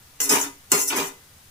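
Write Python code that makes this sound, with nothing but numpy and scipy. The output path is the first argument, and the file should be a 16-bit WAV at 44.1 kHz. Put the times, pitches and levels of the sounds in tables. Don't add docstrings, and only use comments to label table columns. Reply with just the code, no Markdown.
import sys
import numpy as np
from scipy import signal
from scipy.fft import rfft, irfft, next_fast_len
from scipy.io import wavfile

SR = 44100
rng = np.random.default_rng(int(sys.argv[2]) if len(sys.argv) > 2 else 0)


def volts(x):
    e = np.asarray(x, float) / 20
    return 10 ** e


def put_to_file(sound):
    columns = np.atleast_2d(sound).T
    safe = np.clip(columns, -1, 1)
    whole_steps = np.round(safe * 32767)
    wavfile.write(sys.argv[1], SR, whole_steps.astype(np.int16))


N = 66150
SIZE = next_fast_len(N + SR // 2)
HZ = np.arange(SIZE // 2 + 1) * SR / SIZE
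AGE = np.arange(SR // 3) / SR
SPOTS, SPOT_S = 6, 0.035


def rms_one(x):
    return x / np.sqrt(np.mean(x ** 2) + 1e-20)


def at_hz(points, hz):
    points = np.array(points)
    return np.interp(np.log(hz + 1), np.log(points[:, 0]), points[:, 1])


def share_ports(mid, side, hz):
    # f/Hz, left-right likeness
    likeness = [(100, .97), (350, 0.96), (600, 0.62), (1000, 0.16), (4000, 0.13), (12000, 0)]
    alike = np.clip(at_hz(likeness, hz), -1, 1)
    return np.sqrt(1 + alike) * mid + np.sqrt(1 - alike) * side * [[1], [-1]]


def pair(mid, side):
    return share_ports(mid, side, HZ) / np.sqrt(2)


def grains(per_s):
    spread_db = 2.5
    size = volts(spread_db * np.minimum(rng.exponential(1, N), 4)) * rng.choice([-1, 1], N)
    return rms_one(size * (rng.random(N) < per_s / SR))


def stove():
    # f/Hz, level/dB per Hz
    stove_colour = [(20, 4), (38, -15), (85, 3.5), (200, -7.5), (350, -13.5), (1200, -12), (6000, -15.5),
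                    (15500, -16.5)]
    spits_per_s, spit_db, stove_db = 620, -12, -50.5
    slips = [grains(spits_per_s), grains(spits_per_s)]
    spits = volts(spit_db) * signal.lfilter([1, -1], 1, slips)
    noise = pair(*rfft(rng.standard_normal((2, N)) + spits, SIZE))
    noise = irfft(noise * volts(at_hz(stove_colour, HZ)), SIZE)[:, :N]
    return rfft(volts(stove_db) * rms_one(noise), SIZE)


def body(hz, db, t60, spot_db, balance_db=0):
    fade = volts(db[:, None] - 60 * AGE / t60[:, None]) * np.exp(2j * np.pi * np.c_[hz] * AGE)
    mid, turn = np.exp(2j * np.pi * rng.random((2, SPOTS, 1, len(hz))))
    turn = turn + 2j * np.sign(turn.imag)
    side = mid * turn / abs(turn)
    share = share_ports(mid, side, np.array(hz)) * volts(np.array([[.5], [-.5]]) * balance_db)
    strength = volts(spot_db * rng.standard_normal((SPOTS, 1, len(hz))))
    out = ((share * strength) @ fade).imag
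    return out / np.sqrt(np.sum(out ** 2) / 2 / SPOTS)


def crowd(colour, count):
    t60_at_3khz_s, t60_slope, spot_db = 0.049, -0.39, 3
    span = np.sqrt(np.array(colour)[[0, -1], 0])
    hz = np.sort(rng.uniform(*span, count)) ** 2
    t60 = t60_at_3khz_s * (hz / 3000) ** t60_slope * volts(rng.normal(0, 0.7, count))
    db = at_hz(colour, hz) + 5 * np.log10(hz) - 10 * np.log10(t60) + rng.normal(0, 0.93, count)
    return body(hz, db, t60, spot_db)


def blade_modes():
    blade_hz = [5240, 6070, 6303, 6662, 7220, 7290, 7928, 8462, 9240, 10000, 10905, 11985, 12420, 14480]
    # level/dB, t60/s, left-right balance/dB
    blade_rows = [(-3.5, 0.094, -34), (-6, 0.26, 2), (-12, .18, 2), (-6, 0.21, 3), (3, .18, 5),
                  (-1, .16, 4), (1, 0.13, -3), (-5.5, 0.16, -2.5), (-7, .15, -3), (3, .15, -1),
                  (-5.5, .2, 1), (0, 0.1, -9), (-8, 0.14, 4), (-12, 0.19, 3)]
    db, t60, balance_db = np.transpose(blade_rows)
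    return body(blade_hz, db, t60, 4, balance_db)


def bottom_modes():
    bottom_hz = [276, 370, 390, 411, 470, 604, 812, 888, 950, 1020, 1226, 2420, 2810, 2990]
    # level/dB, t60/s
    bottom_rows = [(2, 0.12), (-5, 0.17), (-3.5, 0.24), (-2, 0.16), (-10, 0.28), (-7.5, 0.17), (-5, .15),
                   (-5, 0.18), (-3, .16), (-1, 0.15), (-4.5, 0.22), (-9, 0.17), (-12, 0.045), (-8.5, .12)]
    return body(bottom_hz, *np.transpose(bottom_rows), spot_db=4)


def wall_modes():
    wall_hz = [172, 276, 393, 480, 884, 1020, 1405, 1879, 2026, 2708, 2896, 3478, 4300, 5240]
    # level/dB, t60/s
    wall_rows = [(-6, 0.17), (-2.5, 0.21), (-4, 0.28), (-12, 0.17), (-2, 0.29), (3, .18), (0.5, 0.32),
                 (-9.5, 0.25), (4.5, 0.79), (-3, 0.53), (-3.5, 0.37), (-13, 0.59), (-2, 0.39), (-2.5, 0.13)]
    return body(wall_hz, *np.transpose(wall_rows), spot_db=-1.2)[0]


def effort(column):
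    # t/s, edge skating level/dB, bottom pressure level/dB
    moves = [
        [(.19, -59, -57), (.2015, -44, -48), (.2025, -20.5, -31), (.236, -23.5, -42.5), (.278, -34.5, -40.5),
         (.289, -31, -52)],
        [(.289, -26, -38), (.296, -24, -26.5), (.316, -17.5, -19), (.35, -21, -23.5), (.388, -28, -29),
         (.426, -27, -36), (.46, -43, -37.5), (.53, -90, -69)],
        [(.695, -57, -64), (.7155, -35, -40), (.7168, -14, -22), (.724, -19, -26), (.74, -27.5, -25.5),
         (.765, -28, -32), (.817, -20.5, -37.5), (.845, -29, -51), (.874, -33, -56)],
        [(.874, -26, -49), (.881, -19.5, -44.5), (.928, -40.5, -26), (.952, -37.5, -31.5), (.964, -24, -28.5),
         (.99, -29, -26), (1.04, -35, -32), (1.082, -36.5, -43.5), (1.14, -87, -58.5)],
    ]
    t, out = np.arange(N) / SR, np.zeros(N)
    for rows in map(np.array, moves):
        out += volts(np.interp(t, rows[:, 0], rows[:, column], -200, -200))
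    return out


def along(force):
    away = (np.arange(N) / SR / SPOT_S - np.arange(SPOTS)[:, None]) % SPOTS - 1
    return rfft(force * np.cos(np.pi / 2 * np.clip(away, -1, 1)), SIZE)[:, None]


def skating(bright, blade):
    force = grains(5500) * effort(column=1)
    high_pass = signal.butter(6, 4960, "high", fs=SR, output="sos")
    return along(signal.sosfilt(high_pass, force)) * rfft(bright + volts(-9) * blade, SIZE)


def digging(dull):
    force = grains(1800) * effort(column=2)
    return along(force) * rfft(dull + volts(-1) * bottom_modes(), SIZE)


def impacts(rows):
    level_db = 21.5
    out, age = np.zeros(N), AGE[:3000]
    for s, db, hz, width_hz, chatter_s in rows:
        chatter = rng.standard_normal(len(age)) ** 3 * np.exp(-age / chatter_s)
        r = np.exp(-np.pi * width_hz / SR)
        chatter = signal.lfilter([1, 0, -1], [1, -2 * r * np.cos(2 * np.pi * hz / SR), r * r], chatter)
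        start = int(s * SR)
        out[start:start + len(age)] += chatter / np.sqrt(np.sum(chatter ** 2)) * volts(db + level_db)
    return out


def knocks(bright, dull, blade):
    # t/s, force level/dB, contact centre f/Hz, width/Hz, chatter/s
    knock_rows = [
        (.2027, -26.5, 9300, 15000, 0.001),
        (.291, -17, 7820, 1200, 0.014),
        (.7168, -16, 7780, 890, 0.0019),
        (.7165, -17, 11500, 1500, 0.0015),
        (0.75, -22.5, 10000, 7100, .004),
        (0.9, -26.5, 2650, 460, 0.0098),
        (1, -28.5, 3600, 6800, 0.014),
        (0.412, -27.5, 6550, 480, 0.018),
    ]
    return along(impacts(knock_rows)) * rfft(blade + bright + dull, SIZE)


def blows():
    # t/s, force level/dB, contact centre f/Hz, width/Hz, chatter/s
    blow_rows = [
        (.2027, -28, 2331, 5150, 0.00044),
        (.305, -30.5, 190, 155.7, 0.011),
        (.7168, -16, 2180, 5700, 0.00052),
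        (.724, -22, 171.4, 120, 0.0084),
        (.82, -39, 444, 200, 0.011),
        (1.01, -31, 176, 101, 0.0075),
    ]
    return rfft(impacts(blow_rows), SIZE) * rfft(wall_modes(), SIZE)


def stirring():
    # f/Hz, level/dB
    edge_colour = [(4850, -10), (5500, -4), (6500, 2), (7500, -1.5), (9000, -3.5), (11000, -4.5),
                   (13000, -6), (15700, -4)]
    # f/Hz, level/dB
    press_colour = [(200, -27), (400, -3.5), (620, -8.5), (950, -1.5), (1800, -4.5), (2900, -5.5),
                    (4200, -11), (9000, -25)]
    low_hz = 117
    blade = blade_modes()
    bright, dull = crowd(edge_colour, count=340), crowd(press_colour, count=240)
    contact = skating(bright, blade) + digging(dull) + knocks(bright, dull, blade)
    total = np.sum(contact, axis=0) + blows()
    return total * (1j * HZ / (low_hz + 1j * HZ)) ** 2


def kitchen():
    t60_s, tail_db, gap_s = 0.31, -10.5, 0.0035
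    tail = rng.standard_normal((2, len(AGE))) * volts(-60 * AGE / t60_s) * (AGE > gap_s)
    tail = tail / np.sqrt(np.sum(tail[0] ** 2))
    return 1 + volts(tail_db) * pair(*rfft(tail, SIZE))


def scene():
    # f/Hz, left-right level/dB
    port_colour = [(500, -0.5), (1500, 2), (3000, 1), (6500, 8.5), (8500, -8), (11000, -2.5), (13000, 5.5)]
    ports = volts(at_hz(port_colour, HZ) * [[.5], [-.5]])
    return irfft((stove() + stirring() * kitchen()) * ports, SIZE)[:, :N]


def band_limit(x):
    return signal.sosfilt(signal.butter(12, 16640, fs=SR, output="sos"), x)


def record(dry):
    edge_hz = [15650, 13600]
    beyond_db = [-40, -33]
    top = volts(np.c_[beyond_db] / (1 + np.exp((np.c_[edge_hz] - HZ) / 60)))
    mix = irfft(rfft(dry, SIZE) * top, SIZE)[:, :N]
    return band_limit(mix)


dry = scene()
out = record(dry)
put_to_file(out)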